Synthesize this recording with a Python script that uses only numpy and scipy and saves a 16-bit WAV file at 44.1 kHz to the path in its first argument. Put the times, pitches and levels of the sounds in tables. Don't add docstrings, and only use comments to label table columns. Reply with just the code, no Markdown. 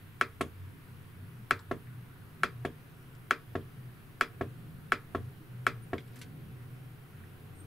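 import sys
import numpy as np
from scipy import signal
from scipy.fft import rfft, irfft
from scipy.io import wavfile
from scipy.ndimage import uniform_filter1d

SR = 44100
rng = np.random.default_rng(int(sys.argv[2]) if len(sys.argv) > 2 else 0)


def boost_factor(decibels):
    exponent = np.asarray(decibels, float) / 20
    return 10 ** exponent


def transcribe(u):
    v = np.clip(np.atleast_2d(u).T, -1, 1)
    q = np.round(v * 32767).astype(np.int16)
    wavfile.write(sys.argv[1], SR, q)


N = 337850

# f/Hz, density/dB
HISS = [(290, -44), (500, -26.5), (603, -23), (630, -8), (749, -2), (865, -3), (1470, 1), (1800, -2.5),
        (2440, -5.5), (2660, -5.5), (5800, -19.5), (7300, -21.5), (10000, -14), (15700, -13)]
HISS_DB = -63
# f/Hz, likeness/0..1
SIDE_LIKENESS = [(60, 0.74), (130, 0.98), (290, 0.39), (640, 0.97), (1410, 0.11), (3100, 0.086),
                 (6820, 0.51), (11000, 0.62), (15000, 0.25)]
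# f/Hz, width/Hz,
# level against the hiss at start/dB, rise/dB per s
NARROW_BANDS = [(590, 30, -3, -1), (744, 40, -1, 0.92), (827, 49, -7.5, 0.26)]
# f/Hz, density/dB
DEEP_AIR = [(15, -0.5), (27, -6), (38, -6), (50, -9), (62, 0.5), (80, -11), (200, -65)]
DEEP_AIR_DB = -62.5
# f/Hz, width/Hz, level/dB
ROOM_BOOMS = [(94.2, 8.6, 2), (121.6, 9.8, 1.5), (144, 35.7, 1), (369, 153, -0.5), (240.4, 75, 0.5),
              (27, 6.4, -8.5)]
CALM_DB = [-62.5, -60.5, -58.5, -65.5, -65.5, -67.5]
WARMING_DB_PER_S = [0.022, 0.096, 0.39, 0.56, 0.39, 0.43]
WAVER_DB = [1.5, 1.16, 1.4, 0.56, 0.9, 1.8]
# t/s, f/Hz, level over calm/dB, length/s
SURGES = [(0.05, 95, 7, 1), (0.493, 95, 8, 0.32), (1.0, 95, 5.5, 0.35), (1.238, 95, 14, 0.24),
          (1.736, 95, 16, 0.16), (4.748, 95, 10, 0.25), (2.58, 95, 6, 0.41), (3.57, 95, 11, 0.26),
          (4.462, 95, 6, .3), (5.2, 95, 14.5, 0.26), (5.72, 95, 6, 0.21), (6.538, 95, 4.5, 0.36),
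          (7.212, 95, 8.5, 0.23), (7.602, 95, 8, 0.45), (0.657, 95, 12.5, 0.19), (0.942, 121, 2.5, 0.22),
          (1.41, 121, 8.5, 0.48), (1.924, 121, 11, 0.44), (2.606, 121, 14.5, 0.27), (3.065, 121, 7.5, 0.52),
          (3.485, 121, 6.5, 0.15), (3.803, 121, 10, 0.37), (4.512, 121, 10.5, 0.54),
          (5.248, 121, 11.5, 0.32), (5.66, 121, 13, 0.56), (6.115, 121, 8.5, 0.53), (6.65, 121, 12, 0.73),
          (7.36, 121, 2, 0.36), (1.277, 146, 5, 0.33), (2.438, 146, 8, 0.18), (2.8, 146, 2.5, .45),
          (5.4, 369, -1.5, .3), (5.4, 241, -1, 0.27), (4.7, 146, 6, 0.65), (5.9, 146, 3.5, 0.34),
          (6.4, 146, 3.5, .4), (3.3, 146, -2, .4), (0.1, 146, 1, .3), (0.75, 241, 3.5, 0.37),
          (4.7, 241, 4, 0.45), (6.298, 241, 4, 0.37), (7.0, 241, -2.5, 0.36), (6.3, 369, 2, 0.68),
          (7.05, 369, -2.5, .5), (4.5, 369, 0.5, .4), (3.3, 121, 0, .25)]
# t/s, length/s, f/Hz, peak level/dB
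SQUEAKS = [
    (5.81, 0.057, 9260, -65),
    (5.84, .08, 9400, -81),
    (7.539, 0.11, 8660, -60),
    (7.59, 0.056, 9260, -71),
    (7.625, 0.035, 8700, -70),
]
# length/s, level/dB, low f/Hz, high f/Hz
SCRAPE = (0.14, -66, 1200, 4500)
SCRAPE_S = 6.09
# f/Hz, t60/s, level/dB, build-up/s
FLICK_MODES = [(1567, .052, -5, .0005), (2213, 0.042, 2, .0005), (3203, 0.092, -11, .004),
               (3500, 0.034, -1, .0005), (4870, .03, -12, .0005)]
FLICK_S, FLICK_DB = 5.9807, -43.5
# f/Hz, t60/s, level/dB, build-up/s
DETENT_MODES = [(980, 0.092, -9, .002), (1510, 0.16, -2, .002), (2080, .07, 1, .001),
                (2850, 0.076, 1, .001), (3200, 0.078, -3, .001), (4430, 0.098, -6, .0006),
                (5900, 0.071, -5, .0004), (7500, 0.051, -6, .0004), (7876, .052, -7, .0004),
                (9600, .03, -7, .0004), (12000, .025, -8, .0004)]
DETENT_S, DETENT_DB = 6.2142, -51.5
# t/s, f/Hz, level/dB, t60/s
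THUDS = [(2, 179, -45, 0.16), (1.22, 249, -45.5, 0.15), (1.39, 205, -42.5, 0.15), (5.375, 195, -42, .12),
         (5.543, 196, -48, .12), (6.16, 252, -45.5, 0.22), (5.4, 312, -43, 0.12), (5.3, 403, -47, 0.087),
         (6.64, 760, -60, .15), (7.61, 300, -49, 0.15), (4.94, 97, -42, 0.34), (1.55, 94, -48, .25),
         (4.62, 140, -44.5, 0.34), (5.521, 180, -45, .15), (2.19, 100, -45, 0.25), (1.53, 98, -37, 0.2),
         (7.2, 220, -51, 0.24), (7.4, 250, -53, 0.18)]
TICK_S = [1.591, 1.592, 1.593, 1.593, 1.87, 3.15, 3.613, 5.981, 5.982, 5.982, 6.005, 6.075, 6.079, 6.157,
          6.158, 6.162, 6.166, 6.19, 6.2142, 6.215, 6.222, 6.232, 7.129, 7.18, 7.2365]
# peak level/dB, low f/Hz, high f/Hz, t60/s
TICKS = [(-60, 3400, 4900, .07), (-51, 860, 1700, .072), (-64, 7000, 8200, .09), (-67, 5200, 5800, .07),
         (-61.5, 1700, 2300, 0.16), (-67, 3000, 8000, .08), (-65, 3000, 4000, .05), (-60, 900, 6800, .1),
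         (-53, 1900, 2430, .1), (-53, 3100, 3900, .1), (-62, 2000, 4500, .06), (-67, 7560, 12000, .066),
         (-64, 1500, 4500, .045), (-61, 3500, 13000, .23), (-58, 1100, 2600, .15), (-61, 8000, 13000, .08),
         (-63, 2500, 5000, .09), (-59, 3200, 13000, .11), (-50, 1200, 3980, .12), (-50.5, 3700, 11400, .09),
         (-57, 2000, 6000, .06), (-59, 1800, 5500, .09), (-64, 1200, 2000, .06), (-63, 1400, 3000, .05),
         (-56, 1300, 2100, .06)]
# delay/s, level/dB, low f/Hz, high f/Hz
ECHOES = [(0.0113, -16, 1850, 2700), (0.0108, -30, 4600, 6500), (0.0155, -21.5, 2400, 4500),
          (0.0215, -30, 1040, 1400), (0.029, -34, 910, 2700)]
# f/Hz, t60/s
TAIL_T60 = [(200, 0.29), (600, 0.14), (1500, 0.19), (4000, 0.16), (10000, 0.033)]

# t/s, peak level/dB
PRESSES = [(0.21198, -13), (1.50936, -12.2), (2.43441, -13.3), (3.3092, -12.5), (4.21068, -13),
           (4.92093, -12.6), (5.66695, -12.8)]
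# buzz level/dB, crackle level/dB
SHAKES = [(-2, -0.5), (-4, 1.5), (2, 0), (1, -2.5), (5, -0.5), (0.5, -1.5), (1.5, 0.5)]
# f/Hz, t60/s, left and right swing/thousandths (sign = first direction)
SNAP_MODES = [(245, 0.22, -5.1, -5.2), (394, 0.22, 6.3, 9.1), (454, 0.22, -9.8, -9.2),
              (504, 0.033, 9.9, 15.1), (692, 0.042, 25.9, 33.1), (1090, 0.041, 56.7, 50.6),
              (1151, 0.105, -19.6, -10.0), (1218, 0.22, -3.4, -4.3), (1310, 0.215, -11.4, -5.6),
              (1340, 0.03, -232.5, -185.7), (1455, 0.055, -34.3, -14.4), (1543, 0.139, 11.8, 13.2),
              (1627, 0.01, 463.7, 388.0), (1758, 0.01, -301.8, -239.3), (1904, 0.074, -29.4, -22.7),
              (2049, 0.153, -4.9, -4.7), (2249, 0.019, -108.8, -116.5), (2397, 0.123, 7.4, 7.7),
              (2534, 0.105, -3.6, -9.7), (2624, 0.076, -19.0, -13.6), (2872, 0.019, -16.9, -13.6),
              (2971, 0.136, 1.5, 2.3), (3157, 0.034, 3.9, 14.2), (3295, 0.03, 25.5, 16.4),
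              (3357, 0.042, -19.8, -12.0), (3710, 0.023, -9.1, -5.1), (3963, 0.015, -15.7, -19.8),
              (4362, 0.09, -2.0, -2.2), (4770, 0.128, 0.7, 0.7), (5014, 0.22, 0.4, 0.4)]
SNAP_RISE_S = 0.000082
# f/Hz, t60/s, level under the snap/dB, build-up/s
BENCH_MODES = [(243.8, 0.14, -22, 0.0039), (459, 0.1, -27.5, 0.011), (296, 0.16, -29, 0.015),
               (376.3, 0.11, -21, 0.0057), (630, 0.058, -26.5, 0.0021), (1275, 0.12, -29, .006),
               (1520, 0.064, -34, 0.0066), (1110, 0.37, -44, .02), (1690, 0.32, -41, .015),
               (2394, 0.09, -35, 0.0056), (3308, 0.063, -35.5, 0.0047), (5300, 0.048, -37.5, 0.001)]
# f/Hz, width/Hz, t60/s, level/dB, build-up/s
SNAP_BUZZ = [(2310, 250, 0.11, -27.5, .006), (3310, 170, .13, -36, 0.0044), (4820, 130, 0.16, -41, .007),
             (5120, 150, 0.13, -44, .008), (2900, 250, .08, -36, .004), (1950, 270, 0.083, -31, .008),
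             (1360, 210, .15, -35, .006)]
# f/Hz, density/dB
TOUCH_COLOUR = [(2500, -19), (4000, -6), (6000, -0.5), (9000, -2.5), (12000, -3), (15000, -15)]
TOUCH_LEAD_S, TOUCH_DB = .00045, -34
# f/Hz, density/dB
SNAP_CRACKLE = [(3060, -1.5), (3500, 0.5), (3800, -4), (4300, 0.5), (5200, -4.5), (5700, -7.5), (7260, -7),
                (9000, -9.5), (11500, -12), (14300, -27), (16000, -25)]
SNAP_CRACKLE_DB = -37.5
# f/Hz, density/dB
SNAP_TAIL = [(350, -10.5), (600, 1), (791, -12), (1200, 0), (1590, 1), (1920, -4.5), (2380, -2.5),
             (2910, -25), (3260, -12), (5660, -21), (12000, -32), (15600, -70), (22000, -120)]

RELEASE_S = [0.40811, 1.71114, 2.64848, 3.55191, 4.40916, 5.14734, 5.93071]
# peak/dB, sharpness of 1.2 kHz modes/dB, edge of 1.9 kHz modes/dB, thump/dB, crackle/dB
RELEASES = [(-26, -5.5, 1, -15.5, -42.5), (-26.5, -10, -0.5, -16, -53), (-27.5, -15.5, 3, -15.5, -49.5),
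            (-28, -13.5, 0, -13.5, -55), (-27, -13, 1, -14, -55), (-27, -6, 0.2, -17, -55),
            (-27, -15.5, 2, -15.5, -55.5)]
CAP_DB = [-46, -59, -48, -57, -58, -52, -57]
# f/Hz, t60/s, left and right swing/thousandths (sign = first direction)
KNOCK_MODES = [(90, 0.22, 12.6, 12.3), (145, 0.22, -9.3, -7.9), (235, 0.123, -19.7, -20.3),
               (296, 0.22, 7.2, 7.8), (379, 0.059, 45.7, 52.0), (450, 0.22, -12.1, -9.6),
               (521, 0.22, 2.8, 2.0), (665, 0.083, 12.8, 14.8), (693, 0.056, 26.4, 28.2),
               (779, 0.013, 10.6, 6.3), (910, 0.151, 1.2, 1.9), (1084, 0.078, 7.5, 10.0),
               (1114, 0.064, 12.9, 9.0), (1158, 0.209, -1.6, -0.7), (1308, 0.049, 22.5, 14.4),
               (1380, 0.035, -18.3, -12.1), (1617, 0.026, 37.5, 22.2), (1691, 0.22, -0.9, -0.7),
               (1715, 0.009, -75.8, -53.9), (1918, 0.091, 3.8, 4.3), (1980, 0.022, 11.1, 8.1),
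               (2206, 0.009, -19.9, -21.4), (2281, 0.016, 13.9, 12.2), (2622, 0.022, 4.0, 4.5),
               (2883, 0.08, -1.0, -0.6), (3295, 0.22, 0.2, 0.4)]
# f/Hz, t60/s, level/dB, build-up/s
THUMP_MODES = [(61.6, 0.32, -9, 0.017), (87.2, 0.26, -3.5, 0.03), (243.5, 0.48, -20, 0.022),
               (390.5, 0.16, 6.5, 0.018), (693, 0.12, -15, 0.026), (457, 0.07, 11.5, 0.0072)]
# f/Hz, t60/s, level/dB, build-up/s
CAP_MODES = [(2390, 0.06, -3, 0.0019), (3300, 0.09, -2, 0.004)]
# f/Hz, width/Hz, t60/s, level/dB, build-up/s
CAP_BUZZ = [(2730, 310, 0.055, -2, 0.0033), (3360, 200, .12, -1, .008), (4100, 460, .05, -2, .002)]
# f/Hz, width/Hz, t60/s, level/dB, build-up/s
THUMP_BUZZ = [(302, 80, 0.13, -21, .007), (560, 110, .08, -20, 0.0052), (100, 50, 0.24, -19.5, 0.013)]
# f/Hz, density/dB
KNOCK_CRACKLE = [(1290, -16), (2200, 0), (2990, -7.5), (3400, -7.5), (3780, -12), (5500, -21), (7150, -39),
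                 (12100, -120)]
# f/Hz, density/dB
KNOCK_RATTLE = [(3240, -40), (5500, -8), (6610, 1.5), (7160, -3), (10600, -1), (16000, -27)]
RATTLE_DB, RATTLE_GROWTH = 29.5, 1.682
# f/Hz, density/dB
KNOCK_TAIL = [(88, -34), (150, -3), (450, 0), (753, -6), (805, -28), (1090, -6), (1370, -19), (1570, -12.5),
              (3980, -41), (8000, -49), (10400, -81), (17600, -120)]

EDGE_HZ, CLICK_EDGE_HZ = 15740, 16600


def evened(x):
    return x / np.sqrt(np.mean(x ** 2) + 1e-20)


def read(points, hz):
    f, value = np.transpose(points)
    return np.interp(np.log(hz + 1), np.log(f + 1), value)


def add(mix, s, sound):
    part = mix[:, round(s * SR):][:, :sound.shape[1]]
    part += sound[:, :part.shape[1]]


def pair(length, same):
    a, b = rng.standard_normal((2, length))
    same = np.clip(same, 0, 1)
    return np.array([a, same * a + np.sqrt(1 - same ** 2) * b])


def colour(x, points):
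    size = x.shape[-1]
    gain = boost_factor(read(points, np.fft.rfftfreq(size, 1 / SR)))
    return irfft(rfft(x) * gain, size)


def band_pass(x, order, low_hz, high_hz):
    band = signal.butter(N=order, Wn=[low_hz, high_hz], btype="band", fs=SR, output="sos")
    return signal.sosfilt(band, x)


def resonate(x, hz, width):
    turn = np.exp(2j * np.pi * hz * np.arange(x.shape[-1]) / SR)
    r = np.exp(-np.pi * width / SR)
    return 2 * (turn * signal.lfilter([1 - r], [1, -r], x / turn)).real


def hiss():
    frames, hz = N // 256 + 5, np.fft.rfftfreq(1024, 1 / SR)
    a, b, c, d, patches = rng.standard_normal((frames, 513, 5)).T
    patches = evened(uniform_filter1d(uniform_filter1d(patches, 14, 0), 16, 1))
    same = np.clip(read(SIDE_LIKENESS, hz), -1, 1)[:, None]
    left = a + 1j * b
    right = same * left + np.sqrt(1 - same ** 2) * (c + 1j * d)
    t = np.arange(frames) * 256 / SR
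    narrow_db = sum((db + db_per_s * t) * np.exp(-((hz[:, None] - f) / width) ** 2)
                   for f, width, db, db_per_s in NARROW_BANDS)
    gain = boost_factor(read(HISS, hz)[:, None] + narrow_db + 0.77 * patches) * (hz < EDGE_HZ)[:, None]
    wash = signal.istft(np.array([left, right]) * gain, nperseg=1024, noverlap=768)[1][:, :N]
    return boost_factor(HISS_DB) * wash / wash.mean(0).std()


def boom(hz, width, same):
    x = evened(resonate(resonate(pair(N, same), hz, width), hz, 2 * width))
    power = uniform_filter1d(x.mean(0) ** 2, round(4 * SR / hz))
    return evened(x / (power + 0.044) ** 0.24)


def waver():
    t = np.arange(N // 256 + 2) * 256 / SR
    slow = sum(np.sin(2 * np.pi * (f * t + rng.random())) / np.sqrt(f)
               for f in np.geomspace(.5, 5.5, num=20))
    return np.interp(np.arange(N) / SR, t, evened(slow))


def rumble():
    t, booms_hz = np.arange(N) / SR, np.array(ROOM_BOOMS)[:, 0]
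    surge_db = np.zeros((len(ROOM_BOOMS), N))
    for s, hz, db, length in SURGES:
        nearest = abs(booms_hz - hz).argmin()
        surge_db[nearest] += db * np.cos(np.pi * np.clip((t - s) / length, -.5, .5))
    alike = np.clip(read(SIDE_LIKENESS, booms_hz) + 0.018, 0, 1)
    mix = boost_factor(DEEP_AIR_DB) * evened(colour(pair(N, 0.85), DEEP_AIR))
    for k, (hz, width, db) in enumerate(ROOM_BOOMS):
        swell_db = CALM_DB[k] + WARMING_DB_PER_S[k] * t + surge_db[k] + WAVER_DB[k] * waver()
        mix += boost_factor(swell_db + db) * boom(hz, width, alike[k])
    return mix


def squeaks():
    mix = np.zeros((2, N))
    for s, length, hz, db in SQUEAKS:
        size = round(length * SR)
        tone = np.sin(2 * np.pi * hz * np.arange(size) / SR)
        fuzz = evened(resonate(pair(size, 0.59), hz, 90))
        add(mix, s, boost_factor(db) * (tone + 0.64 * fuzz) * np.hanning(size))
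    return mix


def scrape():
    length, db, low_hz, high_hz = SCRAPE
    size, mix = round(length * SR), np.zeros((2, N))
    grain_db = 2.5 * np.minimum(rng.exponential(1, size), 3)
    grains = pair(size, 0.68) * boost_factor(grain_db) * (rng.random(size) < .15)
    add(mix, SCRAPE_S, boost_factor(db) * evened(band_pass(grains, 2, low_hz, high_hz)) * np.hanning(size))
    return mix


def bench(db, modes):
    t = np.arange(9000) / SR
    sound = sum(boost_factor(d - 60 * t / t60) * (1 - np.exp(-t / up)) * np.sin(2 * np.pi * hz * t)
                for hz, t60, d, up in modes)
    return boost_factor(db) * sound * np.ones((2, 1))


def taps():
    mix = np.zeros((2, N))
    add(mix, FLICK_S, bench(FLICK_DB, FLICK_MODES))
    add(mix, DETENT_S, bench(DETENT_DB, DETENT_MODES))
    for s, hz, db, t60 in THUDS:
        add(mix, s, bench(db, [(hz, t60, 0, .008)]))
    return mix


def knob():
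    mix, t = np.zeros((2, N)), np.arange(6000) / SR
    for s, (db, low_hz, high_hz, t60) in zip(TICK_S, TICKS):
        burst = evened(band_pass(pair(7000, .8), 3, low_hz, high_hz)[:, 1000:])
        fade = boost_factor(-60 * t / t60) + boost_factor(2.0 - 60 * t / 0.008)
        add(mix, s, boost_factor(db) * burst * fade * (1 - np.exp(-t / 0.00034)))
    return mix


def ring(modes, lags, sharp_db, edge_db, wobble):
    hz, t60, left, right = np.transpose(modes)
    hz = hz * (1 + wobble * rng.standard_normal(len(hz)))
    sharpness = sharp_db * np.exp(-((hz - 1220) / 260) ** 4)
    edge = edge_db * np.exp(-((hz - 1950) / 450) ** 4)
    t = np.maximum(np.arange(7000)[:, None] / SR - np.array([0 * lags, lags])[:, None], 0)
    waves = np.sin(2 * np.pi * hz * t) * boost_factor(-60 * t / t60) * boost_factor(sharpness + edge)
    sound = np.array([waves[0] @ left, waves[1] @ right])
    return sound / abs(sound.mean(0)).max()


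def echoes(blow):
    out = np.pad(blow, ((0, 0), (0, 2000)))
    for delay, echo_db, low_hz, high_hz in ECHOES:
        add(out, delay, boost_factor(echo_db) * band_pass(blow[::-1, :2000], 2, low_hz, high_hz))
    return out


def buzz(db, bands):
    t = np.arange(5000) / SR
    sound = np.zeros((2, 5000))
    for hz, width, t60, d, up in bands:
        shape = boost_factor(d - 60 * t / t60) * (1 - np.exp(-(t / up) ** 2))
        sound += shape * evened(resonate(pair(5000, 0.62), hz, width))
    return boost_factor(db) * sound


def crackle(db, spectrum, t60, rise, noise):
    t = np.arange(noise.shape[1]) / SR
    fade = boost_factor(-60 * t / t60) + boost_factor(-12.5 - 60 * t / 0.17)
    return boost_factor(db) * evened(colour(noise, spectrum)) * fade * (1 - np.exp(-(t / rise) ** 2))


def tail(noise, spectrum):
    hz, t, z = signal.stft(colour(noise, spectrum), SR, nperseg=256)
    fade = boost_factor(-60 * t / read(TAIL_T60, hz)[:, None])
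    echo = signal.istft(z * fade, SR, nperseg=256)[1]
    return evened(echo) * (1 - np.exp(-(np.arange(echo.shape[1]) / SR / 0.0054) ** 2))


def presses(mix, lags, room, rattle):
    loading = 1 - np.exp(-np.arange(7000) / SR / SNAP_RISE_S)
    for (edge, db), (buzz_db, crackle_db) in zip(PRESSES, SHAKES):
        s = edge - .0004
        touch = crackle(TOUCH_DB, TOUCH_COLOUR, 0.004, .00005, pair(1000, 0.99))
        snap = boost_factor(db + 3.5) * ring(SNAP_MODES, lags, 0, 0, wobble=0.0019) * loading
        metal = rattle + 0.89 * pair(6000, 0.71)
        add(mix, s - TOUCH_LEAD_S, touch * np.hanning(2000)[1000:])
        add(mix, s, echoes(snap))
        add(mix, s, bench(db + 2.5, BENCH_MODES))
        add(mix, s, buzz(db + buzz_db, SNAP_BUZZ))
        add(mix, s, crackle(SNAP_CRACKLE_DB + crackle_db, SNAP_CRACKLE, 0.024, .0001, metal))
        add(mix, s, boost_factor(db - 35.0) * tail(room + 0.14 * pair(12000, 0.3), SNAP_TAIL))


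def releases(mix, lags, room):
    relaxing = -np.hanning(50) * np.ones((2, 1))
    for s, release, cap_db in zip(RELEASE_S, RELEASES, CAP_DB):
        db, sharp_db, edge_db, thump_db, crackle_db = release
        stop = s + .0013
        knock = ring(KNOCK_MODES, lags[:len(KNOCK_MODES)], sharp_db + 12.0, edge_db, wobble=0.0033)
        rattle_db = RATTLE_DB + RATTLE_GROWTH * crackle_db
        add(mix, s + .0004, boost_factor(db - 3) * relaxing)
        add(mix, stop, echoes(boost_factor(db + 7.5) * knock))
        add(mix, stop, bench(db + thump_db + 2.5, THUMP_MODES))
        add(mix, stop, bench(cap_db, CAP_MODES))
        add(mix, stop, buzz(cap_db, CAP_BUZZ))
        add(mix, stop, buzz(db, THUMP_BUZZ))
        add(mix, stop, crackle(crackle_db + 7.5, KNOCK_CRACKLE, 0.057, 0.00076, pair(6000, 0.63)))
        add(mix, stop, crackle(rattle_db, KNOCK_RATTLE, 0.048, 0.0014, pair(6000, 0.86)))
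        add(mix, stop, boost_factor(db - 23) * tail(room[::-1] + 0.42 * pair(12000, 0.51), KNOCK_TAIL))


def switch():
    mix, room, rattle = np.zeros((2, N)), pair(12000, 0.74), pair(6000, 0.93)
    lags = 4e-5 * rng.random(30)
    presses(mix, lags, room, rattle)
    releases(mix, lags, room)
    return mix


def scene():
    return hiss() + rumble() + squeaks() + scrape() + taps() + knob() + switch()


def top_cut(x):
    return signal.sosfilt(signal.butter(12, 16510, fs=SR, output="sos"), x)


def record(dry):
    edge, top = (signal.firwin(1023, hz, window=("kaiser", 9), fs=SR) for hz in (EDGE_HZ, CLICK_EDGE_HZ))
    leaky = edge + boost_factor(-20) * (top - edge)
    limited = signal.oaconvolve(dry, leaky[None], "same", axes=1)
    return top_cut(limited)


dry = scene()
out = record(dry)
transcribe(out)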